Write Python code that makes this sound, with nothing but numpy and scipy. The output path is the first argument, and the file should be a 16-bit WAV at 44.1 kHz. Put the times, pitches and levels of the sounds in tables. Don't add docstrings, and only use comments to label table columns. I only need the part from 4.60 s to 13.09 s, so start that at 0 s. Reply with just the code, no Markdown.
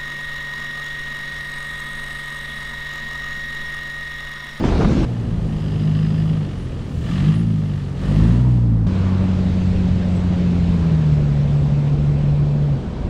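import sys
import numpy as np
from scipy import signal
from scipy.fft import rfft, irfft, next_fast_len
from scipy.io import wavfile
from scipy.ndimage import uniform_filter1d, map_coordinates

SR = 44100
rng = np.random.default_rng(int(sys.argv[2]) if len(sys.argv) > 2 else 0)


def bounce(signal):
    frames = np.transpose(np.atleast_2d(signal))
    limited = np.clip(frames, -1, 1)
    pcm = np.round(limited * 32767).astype(np.int16)
    wavfile.write(sys.argv[1], SR, pcm)


N = 374409

CLIMB_START, BEACH_START = .452, 4.268
ALONGSIDE_S, CLEAR_S = 3.285, 0.33
SHADOW_S, SHADOW_FADE_S = 3.88, 0.26
PIPE_HZ = 157

# start in seconds, attack in seconds, straining for seconds,
# pulling for seconds, release in seconds, pull 0-1, strain 0-1, extra knock in dB, extra pipe tone in dB.
THROTTLE_SURGES = [(.76, 0.48, 0.88, 0.93, 0.26, .7, 0.17, 3.5, 6.5),
                   (2.37, 0.16, 0.26, .56, 0.33, 1.0, 0.72, 11, 3),
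                   (3.331, 0.15, .32, 0.94, .3, 1.0, 0.7, 8.5, 3.5)]


def amp(db):
    return 10 ** (np.asarray(db) / 20)


def unit(x):
    return x / np.sqrt(np.mean(x ** 2) + 1e-20)


def curves(rows):
    s, *cols = np.transpose(rows)
    return [np.interp(np.arange(N) / SR, s, c) for c in cols]


def wobble(rate):
    knots = rng.standard_normal(int(N * rate / SR) + 4)
    return map_coordinates(knots, [np.arange(N) * rate / SR])


def filtered(x, response):
    size = next_fast_len(N + SR // 2)
    return irfft(rfft(x, size) * response(np.fft.rfftfreq(size, 1 / SR)), size)[:N]


def coloured(x, spectrum):
    f, db = np.transpose(spectrum)
    return unit(filtered(x, lambda hz: amp(np.interp(np.log(hz + 1), np.log(f), db))))


def rush(spectrum, patchy_db):
    z = signal.stft(rng.standard_normal(N), nperseg=512)[2]
    across_pitch = uniform_filter1d(rng.standard_normal(z.shape), size=6, axis=0)
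    field = uniform_filter1d(across_pitch, size=10, axis=1)
    patchy = signal.istft(z * amp(patchy_db * unit(field)), nperseg=512)[1][:N]
    return coloured(patchy, spectrum)


def ringing(drive, centre_hz, width_hz):
    return unit(filtered(drive, lambda f: 1 / (1 + (2 * (f - centre_hz) / width_hz) ** 2)))


def shot(start, end):
    t = np.arange(N) / SR
    return uniform_filter1d(1. * ((t >= start) & (t < end)), size=20)


def rise(start, length):
    u = np.clip((np.arange(N) / SR - start) / length, 0, 1)
    return np.sin(np.pi / 2 * u) ** 2


def swell(peak, length):
    return rise(peak - length / 2, length / 2) - rise(peak, length / 2)


def swells(rows, floor_db):
    humps = sum(amp(db) ** 2 * swell(s, length) for s, length, db in rows)
    return np.sqrt(amp(floor_db) ** 2 + humps)


def wind(dune_db=-37, beach_db=-32):
    # peak in seconds, length in seconds, level in dB.
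    gusts = [(.2, 0.57, -19.5), (.8, 0.57, -23), (2.2, 0.97, -34.5), (4.37, 0.3, -25.5), (4.85, .4, -27.5),
             (5.28, 1, -24.5), (6.1, .6, -26), (6.76, 0.57, -27), (7.6, 0.87, -28.5), (8.47, .3, -25)]
    # frequency in Hz, relative level in dB.
    buffet = [(8, -23.5), (20, -9.5), (35, -6), (60, -4), (100, -14.5), (200, -12), (500, -53),
              (3000, -120)]
    breeze_db = dune_db + (beach_db - dune_db) * shot(BEACH_START, N / SR)
    return swells(gusts, floor_db=breeze_db) * coloured(rng.standard_normal(N), buffet)


def surf(breaker_db=-24.5, foam_db=-43):
    # peak in seconds, length in seconds, level in dB.
    waves = [(4.47, 1, -42.5), (5.67, .3, -46), (6.25, 0.85, -46.5), (7.3, 0.55, -54), (8.15, 1, -53)]
    # frequency in Hz, relative level in dB.
    breakers = [(20, -30), (60, -0.5), (120, 1), (210, -1), (300, -9), (420, -11.5), (580, -14),
                (1000, -27), (2000, -44), (16000, -120)]
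    swash = [(200, -39.5), (600, -15.5), (950, 1.5), (1400, -5.5), (2500, -22.5), (16000, -86)]
    foam = [(100, -52), (900, -5), (1600, 0.5), (2600, -0.5), (4000, -4.5), (6000, -13), (8000, -17.5),
            (10000, -28), (12000, -38.5), (15500, -64.5)]
    foam_peak_s, foam_fade_db_per_s = 6.11, 2.5
    draining = np.maximum(np.arange(N) / SR - foam_peak_s, 0)
    roar = amp(breaker_db) * rush(breakers, patchy_db=1.0)
    run_up = swells(waves, floor_db=-49.5) * rush(swash, patchy_db=1.0)
    hiss = amp(foam_db - foam_fade_db_per_s * draining) * rush(foam, patchy_db=1.2)
    return roar + run_up + hiss


def squeals(waver_hz=80, flutter_db=4):
    # start in seconds, length in seconds, pitch in Hz, level in dB before the flutter.
    thin_squeals = [(1.88, 0.25, 9350, -63), (2.70, .15, 9400, -57), (2.83, .12, 9430, -64),
                    (5.48, 0.18, 8000, -58), (6.83, 0.1, 8500, -66), (6.93, .12, 7690, -62)]
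    t, out = np.arange(N) / SR, np.zeros(N)
    waver, flutter = waver_hz * wobble(250), unit(amp(flutter_db * wobble(70)))
    for s, length, hz, db in thin_squeals:
        arch = np.sin(np.pi * np.clip((t - s) / length, 0, 1))
        out += amp(db) * arch * np.sin(2 * np.pi * np.cumsum(hz + waver) / SR)
    return out * flutter


def water(churn_db=-21, bubble_db=-38, bubble_hz=560, count=150):
    # start in seconds, level in dB, time to decay by 60 dB in seconds.
    splashes = [(0.038, -20, 0.14), (.079, -25.5, 0.13), (.122, -25.5, 0.14), (.156, -26, 0.094),
                (0.207, -20.5, 0.19), (0.246, -16, 0.052), (.314, -30, .1), (.368, -30, 0.15)]
    # frequency in Hz, relative level in dB.
    wash = [(20, -28.5), (50, -4), (110, -5.5), (220, -6), (400, -12), (520, -19), (900, -27), (1400, -34),
            (2200, -37), (4200, -39.5), (6500, -48.5), (9000, -58), (12000, -71), (16000, -98)]
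    t = np.arange(SR // 8) / SR
    bubbles, slaps = np.zeros(N), np.zeros(N)
    for when, pitch, size in rng.random((count, 3)):
        hz = bubble_hz * 3 ** (2 * pitch - 1)
        age = hz * t / 6
        glide = 1 + .05 * np.minimum(age, 2)
        envelope = np.exp(-2 * age) * (1 - np.exp(-20 * age))
        ring = np.sin(2 * np.pi * hz * t * glide) * envelope
        bubbles[int(when * CLIMB_START * SR):][:len(t)] += amp(bubble_db + 10 * size) * ring
    for s, db, t60 in splashes:
        slaps[int(s * SR):][:len(t)] += amp(db - 60 * t / t60) * (1 - np.exp(-t / 0.00074))
    spray = rush([(50, -23), (500, 2.5), (950, -2.5), (1500, -12.5), (2500, -19.0), (5000, -36),
                  (15000, -77.5)], patchy_db=-1.0)
    heave_db = 5 * rise(start=0.024, length=.03) - 0.9 * rise(start=0.237, length=0.029)
    churn = amp(churn_db + heave_db + 0.27 * wobble(13)) * rush(wash, patchy_db=1.86)
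    return churn + bubbles + slaps * spray


def throttle(lag_s=0):
    ease_s = 0.27
    pull, strain, knocking, piping = np.zeros((4, N))
    for (start, attack, straining, pulling, release,
         pull_depth, strain_depth, knock_db, pipe_db) in THROTTLE_SURGES:
        press = rise(start + lag_s, attack)
        fight = press * (1 - rise(start + straining, ease_s))
        held = press * (1 - rise(start + pulling, release))
        pull += pull_depth * held
        strain += strain_depth * fight
        knocking += knock_db * fight
        piping += pipe_db * held
    return pull, strain, knocking, piping


def effort(idle_db, pull_db=0, strain_db=0, lag_s=0):
    pull, strain, *_ = throttle(lag_s)
    return amp(idle_db + pull_db * pull + strain_db * strain)


def ruts():
    # peak in seconds, length in seconds, level in dB.
    thuds = [(2.37, .35, -26.5), (3.58, .25, -28.5)]
    dull = rush([(30, -20), (80, -0.5), (130, 1), (260, -11), (500, -27.5), (2000, -70)], patchy_db=1.0)
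    return swells(thuds, floor_db=-80) * dull


def tyres(slowing_db_per_s=1.17, near_db=5, roll_shadow_db=-1, hiss_shadow_db=-6.0):
    # peak in seconds, length in seconds, level in dB.
    spills = [(1.02, .25, -66), (1.62, 0.22, -68.5), (2.4, .35, -60.5)]
    # frequency in Hz, relative level in dB.
    treads = [(15, -33), (50, 1.5), (130, 6), (220, 0), (320, -5.5), (450, -8.5), (700, -15.5),
              (1000, -21.5), (1500, -26.5), (4000, -56.5), (16000, -120)]
    sand = [(100, -47.5), (900, -23.5), (2000, 2.5), (4000, 1), (6000, -4), (8500, -8), (10000, -13.5),
            (12000, -23), (15500, -25)]
    shadow = rise(SHADOW_S, SHADOW_FADE_S)
    passing = amp(near_db * rise(ALONGSIDE_S, CLEAR_S) + roll_shadow_db * shadow)
    slowing = amp(-slowing_db_per_s * np.arange(N) / SR)
    roll = effort(idle_db=-27, pull_db=-1.5, strain_db=5.5) * slowing * passing
    hiss = effort(idle_db=-52.5, strain_db=8.5) * amp(hiss_shadow_db * shadow)
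    grit = rng.standard_normal(N) * amp(1.3 * wobble(900))
    fine_sand = coloured(rng.standard_normal(N), [(2500, -26), (7000, 0.5), (11500, -12.5), (15500, -11.5)])
    flung = swells(spills, floor_db=-90.5) * fine_sand
    return roll * rush(treads, patchy_db=0.9) + hiss * coloured(grit, sand) + flung


def underbody(level_db=-46):
    nearest_s, half_pass_s = 3.8, 0.19
    closeness = 1 / (1 + ((np.arange(N) / SR - nearest_s) / half_pass_s) ** 2)
    return amp(level_db) * closeness * ringing(rng.standard_normal(N), centre_hz=940, width_hz=120)


def knock(turns, idle_db=-49, lift_db=2.5, shadow_db=-6, chatter_db=-8.0, tick_db=-57.0, facing_db=3.5):
    cylinders = [1, 0, 1.5, -3]
    # time in seconds, share of the knock smeared 0-1.
    hidden = [(.5, .65), (1, .25), (1.9, .12), (2.2, .6), (2.55, .25), (3.1, .25), (3.7, .75), (4.2, .9)]
    # centre in Hz, width in Hz, relative level in dB.
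    block_modes = [(790, 360, -3.5), (1202, 160, 5), (1810, 260, 2.5), (2900, 450, -2.5), (3400, 260, -2.5),
                   (3950, 760, -8), (4970, 960, -12.5)]
    firing, age = turns.astype(int), turns % 1
    uneven_db = rng.standard_normal(1024)[firing]
    strength = amp(np.take(cylinders, firing, mode="wrap") + uneven_db)
    bursts = unit(strength * age * np.exp(-age / .22))
    smeared = np.clip(curves(hidden)[0], 0, 1)
    envelope = np.sqrt(smeared + (1 - smeared) * bursts ** 2)
    blows, rattle, ticks = envelope * rng.standard_normal((3, N))

    def block(f):
        return sum((-1) ** k * amp(db) * 1j * f * w / (c * c - f * f + 1j * f * w)
                   for k, (c, w, db) in enumerate(block_modes))

    lifts = sum(swell(start + pulling + 0.58 * release, length=0.43)
                for start, _, _, pulling, release, *_ in THROTTLE_SURGES)
    shadow = rise(SHADOW_S, SHADOW_FADE_S)
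    level = amp(idle_db + throttle()[2] + lift_db * lifts + shadow_db * shadow)
    clatter = level * unit(filtered(blows, lambda f: block(f) / (1 + (f / 6500) ** 6)))
    facing = rise(start=0.86, length=0.23) - rise(start=1.5, length=.4)
    turned_away = rise(start=2.75, length=0.58)
    chatter_gain = amp(chatter_db + facing_db * facing) * level * (1 - turned_away)
    chatter = chatter_gain * ringing(rattle, centre_hz=3020, width_hz=750)
    ticking = amp(tick_db) * facing * ringing(ticks, centre_hz=4900, width_hz=330)
    return clatter + chatter + ticking


def tone(turns, multiple, rough):
    swing = 1 + rough * wobble(45)
    lag = multiple ** 2 / 8
    return np.sqrt(2) * swing * np.sin(2 * np.pi * (multiple * turns - lag))


def pipe_gain(hz, width_hz, centre_hz=PIPE_HZ):
    return 1 / np.sqrt(1 + (2 * (hz - centre_hz) / width_hz) ** 2)


def beach_engine(firing_db=-20.5, firing_db_per_octave=14, firing_sag_db_per_s=1.56, pipe_db=-16.0,
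                 uneven_db=-12, third_db=-21, firing_lift_db=-4, pipe_lift_db=-20):
    # time in seconds, firings per second.
    beach_speed = [(4.27, 93.6), (4.45, 93.9), (5.9, 88.3), (6.12, 86.2), (6.5, 74.8), (6.7, 71.7),
                   (8.07, 72.6), (8.24, 64.5), (8.49, 60.6)]
    lift_s, release_s = 8.11, 0.26
    speed, = curves(beach_speed)
    turns = np.cumsum(speed) / SR
    lifted = rise(lift_s, release_s)
    sag_db = firing_sag_db_per_s * np.maximum(np.arange(N) / SR - BEACH_START, 0)
    revs_db = firing_db_per_octave * np.log2(speed / 90)
    firing = amp(firing_db + revs_db + firing_lift_db * lifted - sag_db + 0.65 * wobble(6))
    resonance = pipe_gain(2 * speed, width_hz=45.3, centre_hz=152.8)
    pipe = amp(pipe_db + pipe_lift_db * lifted) * resonance
    between = tone(turns, 3 / 2, rough=.3)
    third = tone(turns, 3, rough=.4)
    low = tone(turns, 1, rough=0.079) + amp(uneven_db) * between
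    drone = tone(turns, 2, rough=0.12) + amp(third_db) * third
    return firing * low + pipe * drone


def climb_exhaust(speed, turns, rasp_db=-1, fall_db=10, near_bright_db=1.5, uneven_db=-19, puff_db=-5,
                  near_first_db=13, near_boom_db=3, near_pipe_db=-2.0, boom_db_per_octave=24,
                  approach_db_per_s=1.35):
    near = rise(ALONGSIDE_S, CLEAR_S)
    approach = amp(approach_db_per_s * np.minimum(np.arange(N) / SR - ALONGSIDE_S, 0))
    first_gain = effort(idle_db=-39, pull_db=4.5, strain_db=5.0) * amp(near_first_db * near)
    first = first_gain * tone(turns, 0.98, rough=0.11)
    revs_db = boom_db_per_octave * np.log2(speed / 50)
    boom = effort(idle_db=-27.5, pull_db=3.5, strain_db=-0.5) * amp(near_boom_db * near + revs_db)
    second = boom * tone(turns, 2, rough=0.086)
    piping_db = throttle(lag_s=0.12)[3] + near_pipe_db * near
    pipe = effort(idle_db=-23.5, strain_db=8.5, lag_s=0.072) * amp(piping_db)
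    pipe = pipe * pipe_gain(3 * speed, width_hz=28.6)
    third = tone(turns, 3, rough=.1)
    rasp = effort(idle_db=-35.0, pull_db=8.5, strain_db=6.5)
    step_db = fall_db - near_bright_db * near
    upper = sum(amp(rasp_db - step_db * (k - 4)) * tone(turns, k, rough=.2) for k in range(4, 7))
    carry = pipe_gain(4 * speed, width_hz=130, centre_hz=192.5)
    halves = tone(turns, 5 / 2, rough=.5) + tone(turns, 7 / 2, rough=.5)
    gas = rng.standard_normal(N) * (1 + np.cos(2 * np.pi * turns))
    puffs = coloured(gas, [(60, -24.5), (170, 1.5), (250, -12.0), (310, -10.0), (400, -20), (3000, -110)])
    body = approach * (second + pipe * (third + amp(uneven_db) * halves))
    return first + body + rasp * (carry * upper + amp(puff_db) * puffs)


def climb():
    # time in seconds, firings per second.
    climb_speed = [(.45, 60.6), (.75, 55.3), (1.02, 51.3), (1.76, 53), (2.0, 43.2), (2.15, 40.5),
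                   (2.46, 40.4), (2.7, 52), (2.82, 56), (3.3, 45.6), (3.43, 45.8), (3.8, 61), (3.88, 62.5),
                   (4.1, 56.5), (4.27, 53.4)]
    speed, = curves(climb_speed)
    turns = np.cumsum(speed) / SR
    return climb_exhaust(speed, turns) + knock(turns) + tyres() + ruts() + underbody()


def scene():
    ford = shot(0, CLIMB_START) * water()
    dune = shot(CLIMB_START, BEACH_START) * climb()
    beach = shot(BEACH_START, N / SR) * (beach_engine() + surf())
    return (ford + dune + beach + squeals() + wind())[None]


def record(dry):
    top_hz = 15735
    return filtered(dry[0], lambda hz: hz < top_hz)[None]


dry = scene()
out = record(dry)
bounce(out)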